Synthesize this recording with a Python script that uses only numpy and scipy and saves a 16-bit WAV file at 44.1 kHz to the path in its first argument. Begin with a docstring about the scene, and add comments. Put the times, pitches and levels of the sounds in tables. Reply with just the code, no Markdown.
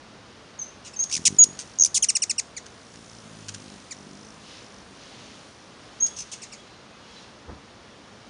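"""Hummingbirds chase each other round a backyard feeder: held whistles, warbling buzzes, falling chips, harsh
scolds and scooped trills, each a set of harmonics weighted by a throat resonance. Wings hum by the beat, and
their feathers hiss and tick. Trees and nearby surfaces answer with short echoes of decaying noise. A far
songbird pipes in plain sines; air and leaves are coloured noise, and one puff of wind strikes the microphone."""
import sys
import numpy as np
from scipy import signal
from scipy.fft import rfft, irfft, next_fast_len
from scipy.io import wavfile
from scipy.ndimage import uniform_filter1d, map_coordinates

SR = 44100
rng = np.random.default_rng(int(sys.argv[2]) if len(sys.argv) > 2 else 0)


def makeup_ratio(level_db):
    """Linear amplitude ratio for a level in decibels (20 dB per factor of ten)."""
    decades = np.asarray(level_db, float) / 20
    return 10 ** decades


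def int16_out(signal):
    """Quantize to a 16-bit WAV file."""
    q = np.round(np.clip(np.atleast_2d(signal).T, -1, 1) * 32767)
    wavfile.write(sys.argv[1], SR, q.astype(np.int16))


N = 365985

# Note levels are at the source, ahead of overtones, throat and treble loss.
# held whistles: start_s, length_s (before any plunge), start_hz, held_hz, level_db
WHISTLES = [(.589, 0.04394, 6600, 6170, -36.5), (0.9606, .026, 6510, 6300, -37.5),
            (.989, 0.048, 6120, 6590, -24), (1.385, .0532, 6955, 6693, -11),
            (6.000, 0.063, 6320, 6595, -34.5)]
# buzzes, pitch ahead of the warble: start_s, length_s, start_hz, end_hz, level_db
BUZZES = [(0.8455, 0.037, 3550, 2290, -43.5), (1.2516, .031, 3300, 2102, -12),
          (1.943, 0.040, 4470, 2045, -17), (6.3144, 0.029, 3845, 2146, -34.5)]
# falling chips: start_s, length_s, start_hz, end_hz, level_db
CHIPS = [(0.9346, .013, 2850, 2243, -39.5), (0.991, 0.016, 2850, 2036, -43), (1.87, .010, 4000, 1370, -32),
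         (2.0232, 0.029, 3530, 1440, -15.5), (2.0854, 0.024, 3060, 1474, -15),
         (2.1512, 0.024, 2970, 1450, -16), (2.219, 0.025, 3060, 1485, -17.5),
         (2.295, 0.024, 2920, 1500, -18.5), (2.3801, 0.024, 3010, 1444, -19),
         (2.5642, .023, 2434, 1556, -31.5), (3.907, 0.026, 2570, 1540, -33),
         (6.417, 0.028, 3045, 1643, -38), (6.52, 0.021, 2930, 1904, -41)]
# short harsh scolds: start_s, length_s, start_hz, level_db
SCOLDS = [(1.098, 0.0034, 1920, -33), (1.175, 0.006, 2060, -28.5), (1.59, 0.0043, 1515, -24.5),
          (1.598, 0.0031, 1390, -26), (1.603, 0.0065, 1386, -33), (1.612, 0.0029, 1550, -31.5),
          (1.618, 0.0047, 1510, -37), (1.626, 0.003, 1510, -37), (2.659, 0.0043, 1500, -44),
          (2.664, 0.0035, 1480, -36), (2.939, 0.0045, 1680, -47), (2.958, 0.0019, 1650, -38),
          (3.484, 0.0025, 1630, -27.5), (3.4881, 0.0087, 1500, -28.5), (3.54, .005, 1650, -39),
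          (3.545, 0.0041, 1604, -31), (3.55, 0.0016, 1600, -30)]
# trill syllables, upward scoops: start_s, length_s, foot_hz, level_db
TRILLS = [(1.1035, .0097, 4300, -36), (1.1125, .011, 2250, -28), (1.124, 0.014, 2560, -21.5),
          (1.138, 0.0097, 2622, -19), (1.15, .0095, 2400, -19), (1.164, .0093, 2177, -22),
          (1.787, 0.0057, 5770, -19.5), (1.797, .0082, 5640, -13.5), (1.808, 0.012, 6060, -12),
          (1.821, .0094, 5700, -8.5), (1.8354, 0.0072, 4540, -9.5), (1.847, .008, 3040, -11.5),
          (1.857, .012, 2320, -20), (6.163, .012, 3020, -38), (6.173, .014, 2557, -39),
          (6.186, .014, 2650, -32), (6.203, .011, 2515, -33), (6.218, .0092, 2507, -39)]
# harmonics at the source, first upward: level_db
OVERTONE_DB = [2, -0.5, -2, -4, -10, -6.5, -12]
# throat resonance: freq_hz, gain_db
THROAT = [(1200, -27), (2000, -16.5), (3000, -14.5), (4500, -8.5), (5600, 0), (6600, 3), (7300, 2),
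          (8500, -3), (10500, -11.5)]
# calling bird: time_s, distance_m, treble_loss_db_per_octave (as it turns away)
PLACE = [(.6, 18, 10), (.9, 13.5, 4.5), (1.0, 4.9, 0.5), (1.15, 2, 4), (1.25, 0.88, -0.1),
         (1.4, 0.54, -3.5), (1.6, 4, 0.5), (1.8, 1.2, -3), (2.4, 1.2, .6), (2.6, 3.4, 5.5), (3.9, 2.1, 3.5),
         (6.0, 18, -0.5), (6.2, 9, 3), (6.4, 8.7, 2), (6.6, 18, 7.5)]
# echo off trees: freq_hz, t60_s
TREES = [(1500, .35), (6000, 0.38), (11000, 0.51)]
# echo off ground, feeder and wall: freq_hz, t60_s
NEARBY = [(1500, 0.087), (6000, 0.09), (11000, .05)]
# birds sweep past: nearest_s, width_s (between -6 dB points), beats_per_s, loudest_hum_hz, hum_db
PASSES = [(0.462, 0.13, 64, 200, -71), (1.189, 0.084, 40.7, 177.7, -42), (1.311, 0.084, 44.5, 150, -39.5),
          (1.439, .24, 48, 230, -46), (1.901, .3, 49.4, 100, -53.5), (2.96, 0.14, 56, 212, -51),
          (3.14, 0.11, 54, 112, -49.5), (3.327, 0.4, 53, 155, -48.5), (3.52, 0.15, 52, 112, -44.5),
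          (3.679, 0.16, 51, 200, -48.5), (4.101, 0.39, 49, 188.3, -51), (4.379, .2, 55.5, 210, -54),
          (4.74, 0.22, 48, 200, -57.5), (4.951, .14, 47, 200, -57), (5.299, 0.24, 52.6, 200, -54.5),
          (5.45, 0.071, 50, 199, -54), (5.95, 0.21, 52, 200, -59)]
# feather hiss, relative spectrum: freq_hz, density_db
HISS = [(2000, -38.5), (3000, -14.5), (5500, -3), (7200, 2.5), (10500, -5), (11500, -19)]
# feathers that tick: centre_hz, half_width_hz, relative_db
QUILLS = [(3300, 820, -2.5), (4443, 850, -1), (5700, 1200, 6), (6880, 1200, -3)]
# far songbird: start_s, length_s, start_hz, level_db
SONGBIRD = [(6.04, .12, 3330, -57.5), (6.40, .06, 2600, -58), (6.56, .08, 3300, -57),
            (6.63, .15, 4030, -61), (6.91, .08, 2520, -59), (7.02, .06, 2870, -57.5),
            (7.085, .07, 3280, -57), (7.155, .055, 3960, -52)]
# steady air, relative spectrum: freq_hz, density_db
AIR = [(24, -39), (40, -7.5), (114, -2.5), (162, -5.5), (200, -0.5), (283, -4), (326, -5.5), (462, -5.5),
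       (507, -5.5), (828, -8.5), (1170, -8.5), (2360, -15), (3430, -15.5), (5600, -18.5), (10500, -34.5),
       (10750, -36), (10900, -70.5)]
# leaves, relative spectrum: freq_hz, density_db
LEAVES = [(1000, -33.5), (1600, -11), (3000, -3), (4500, -4.5), (6500, -10), (9000, -23), (11000, -27)]
# leaves stir: strongest_s, width_s (between -6 dB points), level_db
STIRS = [(1.5, 1.1, -64), (3.55, 0.7, -57), (4.527, .2, -51.5), (5.141, .3, -50), (5.36, 0.27, -53),
         (6.2, 1.2, -57.5), (7.145, 0.28, -52)]
# wind puff, relative spectrum: freq_hz, density_db
GUST = [(30, -26.5), (50, 1.5), (100, -6), (300, -10), (800, -18.5), (1500, -24)]
# microphone port dip: centre_hz, width_hz, depth (0-1)
PORT_DIP = (7640, 283, 0.76)


def unit(x):
    """Scaled to rms 1."""
    return x / np.sqrt(np.mean(x ** 2) + 1e-20)


def along(points, hz):
    """Interpolates (Hz, value) points on a log frequency axis."""
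    f, v = np.transpose(points)
    return np.interp(np.log(hz + 1), np.log(f + 1), v)


def curves(rows):
    """One value per sample for each column after the time."""
    s, *cols = np.transpose(rows)
    return [np.interp(np.arange(N) / SR, s, c) for c in cols]


def wobble(knots_per_s):
    """Smooth random curve."""
    knots = rng.standard_normal(int(N * knots_per_s / SR) + 4)
    return map_coordinates(knots, [np.arange(N) * knots_per_s / SR])


def filtered(x, response):
    """x through a zero-phase response of frequency."""
    m = next_fast_len(N + 8192)
    return irfft(rfft(x, m) * response(np.fft.rfftfreq(m, 1 / SR)), m)[:N]


def noise(spectrum):
    """Coloured noise of rms 1."""
    points = spectrum + [(SR / 2, -120)]
    return unit(filtered(rng.standard_normal(N), lambda hz: makeup_ratio(along(points, hz))))


def bells(s, width_s, db, floor_db):
    """Level in dB of events that swell and fade about their moments, powers summed over a floor."""
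    grid = np.arange(0, N, 256)
    away = (grid[:, None] / SR - s) / width_s
    power = makeup_ratio(2 * floor_db) + makeup_ratio(2 * (db - 24 * away ** 2)).sum(axis=1)
    return np.interp(np.arange(N), grid, 10 * np.log10(power))


def air():
    """Steady coloured noise, its level wavering slightly."""
    return makeup_ratio(-48.5 + .55 * wobble(4)) * noise(AIR)


def leaves():
    """Coloured noise that stirs with the breeze over a still floor."""
    level_db = bells(*np.transpose(STIRS), floor_db=-68) + 1.9 * wobble(7.8)
    return makeup_ratio(level_db) * noise(LEAVES)


def wind_puff():
    """Rumble of one puff on the microphone, which the shove makes swing a few times."""
    peak_s, rise_s, fall_s = 7.5, .015, .033
    gust_db, thud_db, thud_hz = -35, -37, 78
    t = np.arange(N) / SR - peak_s
    puff = np.exp(-np.where(t < 0, -t / rise_s, t / fall_s))
    gust = makeup_ratio(gust_db) * noise(GUST)
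    thud = makeup_ratio(thud_db) * np.cos(2 * np.pi * thud_hz * t)
    return puff * (gust + thud)


def wing_hum(beats, rate, loudest_hz):
    """Each stroke pushes the air: ten orders of the beat, wavering as the bird turns."""
    hum = np.zeros(N)
    for k in range(1, 11):
        order_db = -8 * np.log2(k * rate / loudest_hz) ** 2 + 3 * (k % 2 == 0) + 2.5 * wobble(8)
        hum += makeup_ratio(order_db) * np.sin(2 * np.pi * k * beats)
    return unit(hum * makeup_ratio(1.6 * wobble(30)))


def feathers(beats):
    """Feathers hiss, and narrow bands of noise tick once a beat."""
    ticks = np.zeros(N)
    for hz, half, db in QUILLS:
        band = [(hz - half, -30), (hz - half / 2, -3), (hz + half / 2, -3), (hz + half, -30)]
        ticks += makeup_ratio(db + 3.2 * wobble(14)) * noise(band)
    gate = np.exp(3 * np.cos(2 * np.pi * beats))
    return .78 * unit(gate * ticks) + .6 * noise(HISS)


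def wings():
    """Hum and feather noise swell at each pass; the feathers swell less and linger longer."""
    far_db, feather_db, feather_follows, feather_lingers = -72, -24, .64, 2.7
    s, width_s, _, _, db = np.transpose(PASSES)
    _, rate, loudest_hz, _ = curves(PASSES)
    hum_level_db = bells(s, width_s, db, far_db)
    feather_level_db = feather_db + feather_follows * bells(s, feather_lingers * width_s, db, far_db)
    beats = np.cumsum(rate * (1 + .03 * wobble(8))) / SR
    return makeup_ratio(hum_level_db) * wing_hum(beats, rate, loudest_hz) + makeup_ratio(feather_level_db) * feathers(beats)


def swell(length_s, rise, fall):
    """Time, share of the note gone by, and an envelope with soft ends."""
    t = np.arange(round(length_s * SR)) / SR
    ends = np.clip(t / rise, 0, 1) * np.clip((length_s - t) / fall, 0, 1)
    return t, t / length_s, np.sin(np.pi / 2 * ends)


def glide(u, start_hz, end_hz, late):
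    """Pitch fall, the share late (0-1) of it saved up for the close."""
    late = np.clip(late, 0, 1)
    return start_hz + (end_hz - start_hz) * ((1 - late) * u + late * u ** 3.8)


def shaky(t, depth):
    """Fast unsteadiness of the membranes: a factor around 1, depth its rms."""
    return 1 + depth * unit(uniform_filter1d(rng.standard_normal(len(t)), size=24))


def whistle(s, length_s, start_hz, held_hz, db):
    """Pitch and size of a note settling to a held pitch; long ones end in a plunge."""
    settle_share, waver_db_per_m = .21, .26
    plunge_s, plunge_hz, plunge_fade_db, plunge_after_s = .0063, 2000, 16.5, .045
    extra_s = plunge_s * (length_s > plunge_after_s)
    t, u, size = swell(length_s + extra_s, rise=.007, fall=.003)
    down = np.clip((t - length_s) / plunge_s, 0, 1)
    held = held_hz + (start_hz - held_hz) * np.exp(-u / settle_share)
    pitch = held + (plunge_hz - held) * np.sin(np.pi / 2 * down) ** 2.2
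    distance_m = np.interp(s, *np.transpose(PLACE)[:2])
    waver = map_coordinates(rng.standard_normal(12), [t * 110 + 1]) * distance_m
    return pitch, size * makeup_ratio(-waver_db_per_m * waver - plunge_fade_db * down ** 6.8)


def buzz(s, length_s, start_hz, end_hz, db):
    """Pitch and size of a falling note with a fast warble that slows."""
    warble_hz = 221.3  # at the start
    t, u, size = swell(length_s, rise=.004, fall=.003)
    turn = 2 * np.pi * warble_hz * t * (1 - 3.7 * t) - .6
    # sharp crests, round troughs
    warble = np.exp((.245 - .041 * u) * np.sin(turn) - .035 * np.cos(2 * turn))
    return glide(u, start_hz, end_hz, late=.15) * warble * shaky(t, .025), size


def chip(s, length_s, start_hz, end_hz, db):
    """Pitch and size of a fall: forceful chips hold up, high starts slide at once, weak ones shake."""
    weak_db, late_per_db, late_per_octave, usual_hz = -32, .036, 1.25, 2950
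    late = late_per_db * (db - weak_db) - late_per_octave * np.log2(start_hz / usual_hz)
    t, u, size = swell(length_s, rise=.0056, fall=.0077)
    shake = .0073 + .008 * (db < weak_db + 2)
    return glide(u, start_hz, end_hz, late) * shaky(t, shake), size


def scold(s, length_s, start_hz, db):
    """Pitch and size of a very short, rough note that sags a tenth."""
    t, u, size = swell(length_s, rise=.0006, fall=.00049)
    return start_hz * (1 - .1 * u) * shaky(t, .12), size


def trill(s, length_s, foot_hz, db):
    """Pitch and size of a scoop: down to its foot, up to a top, then a sag."""
    top_hz = 5730 + .165 * foot_hz
    depth = np.log2(top_hz / foot_hz)  # octaves
    # scoops deeper than an octave climb for longer
    rise_s = length_s * (.38 + 1.5 * max(depth - 1, 0))
    t, u, size = swell(length_s, rise=.0012, fall=.004)
    low_s = .16 * depth * rise_s  # deep scoops linger low first
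    dip_hz = 350 * np.clip(1 - t / low_s, 0, 1) ** 2 * depth
    up = np.clip((t - low_s) / (rise_s - low_s), 0, 1) ** (1 + .25 * depth)
    droop_hz = 700 * (np.clip(t - rise_s, 0, 1) / .005) ** 2
    pitch = foot_hz + dip_hz + (top_hz - foot_hz) * (1 - (1 - up) ** 2) - droop_hz
    return pitch * shaky(t, .021 * depth), size * makeup_ratio(-8 * u / (1 + depth ** 4))  # shallow scoops fade


def add(out, s, pitch_hz, size):
    """Adds one note: harmonics of its pitch, each weighted by the throat as it glides."""
    turn = 2 * np.pi * np.cumsum(pitch_hz) / SR
    loss = np.interp(s, *np.transpose(PLACE)[[0, -1]])
    for k, db in enumerate(OVERTONE_DB, 1):
        hz = k * pitch_hz
        level = makeup_ratio(db + along(THROAT, hz) - loss * np.log2(hz / 6000)) * (hz < SR / 2)
        out[round(s * SR):][:len(turn)] += size * level * np.sin(k * turn)


def voices():
    """All the hummingbirds' notes, dry; they thin away below 1400 Hz."""
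    out = np.zeros(N)
    kinds = [(whistle, WHISTLES), (buzz, BUZZES), (chip, CHIPS), (scold, SCOLDS), (trill, TRILLS)]
    for note, rows in kinds:
        for row in rows:
            pitch, size = note(*row)
            add(out, row[0], pitch, makeup_ratio(row[-1]) * size)
    return filtered(out, lambda hz: np.clip(hz / 1400, 0, 1) ** 6)


def echo(x, t60, delay_s):
    """Diffuse echo: noise tails, each frequency dying at its own speed, redrawn every 1/8 s."""
    out, step, lag = np.zeros(N + SR), SR // 8, round(delay_s * SR)
    for i in range(0, N, step):
        piece = x[i:i + step]
        if piece.any():
            hz, t, z = signal.stft(rng.standard_normal(SR // 2), SR, nperseg=64)
            decay = makeup_ratio(-60 * t / along(t60, hz)[:, None])
            tail = signal.istft(z * decay, SR, nperseg=64)[1]
            wet = signal.fftconvolve(piece, tail / np.linalg.norm(tail))
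            out[i + lag:][:len(wet)] += wet
    return out[:N]


def echoes(birds):
    """Nearby surfaces and trees answer, more strongly the farther the bird."""
    nearby_m, trees_m = 13.8, 23.6  # where each echo about equals the direct sound
    metres, _ = curves(PLACE)
    nearby = echo(birds * (metres / nearby_m) ** .8, NEARBY, delay_s=.002)
    return nearby + echo(birds * metres / trees_m, TREES, delay_s=.0066)


def songbird():
    """Soft sines from far off, each rising 2 %, their level fluttering."""
    out, flutter = np.zeros(N), makeup_ratio(2 * wobble(40))
    for s, length_s, hz, db in SONGBIRD:
        t, u, size = swell(length_s, rise=.014, fall=.019)
        out[round(s * SR):][:len(t)] += makeup_ratio(db) * size * np.sin(2 * np.pi * hz * t * (1 + .01 * u))
    return out * flutter


def scene():
    """Yard, wings, birds and their echoes, one channel."""
    yard = air() + leaves() + wind_puff()
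    birds = voices()
    return (yard + wings() + birds + echoes(birds) + songbird())[None]


def low_pass(x):
    """Removes everything above the highest recorded frequency."""
    return signal.sosfilt(signal.butter(12, 11640, fs=SR, output="sos"), x)


def record(dry):
    """Microphone: a narrow dip from its port, bass and treble limits."""
    bass_hz, top_hz = 44, 10180
    centre_hz, width_hz, depth = PORT_DIP

    def response(hz):
        dip = 1 - depth * np.exp(-((hz - centre_hz) / width_hz) ** 2)
        over_hz = hz - top_hz
        treble_db = -45 * np.clip(over_hz / 1150, 0, 1) ** 2 - 9 * np.clip(over_hz / 3000, 0, 4)
        bass = 1 / np.sqrt(1 + (bass_hz / (hz + 1)) ** 6)
        return dip * makeup_ratio(treble_db) * bass

    mix = filtered(dry[0], response)[None]
    return low_pass(mix)


dry = scene()
out = record(dry)
int16_out(out)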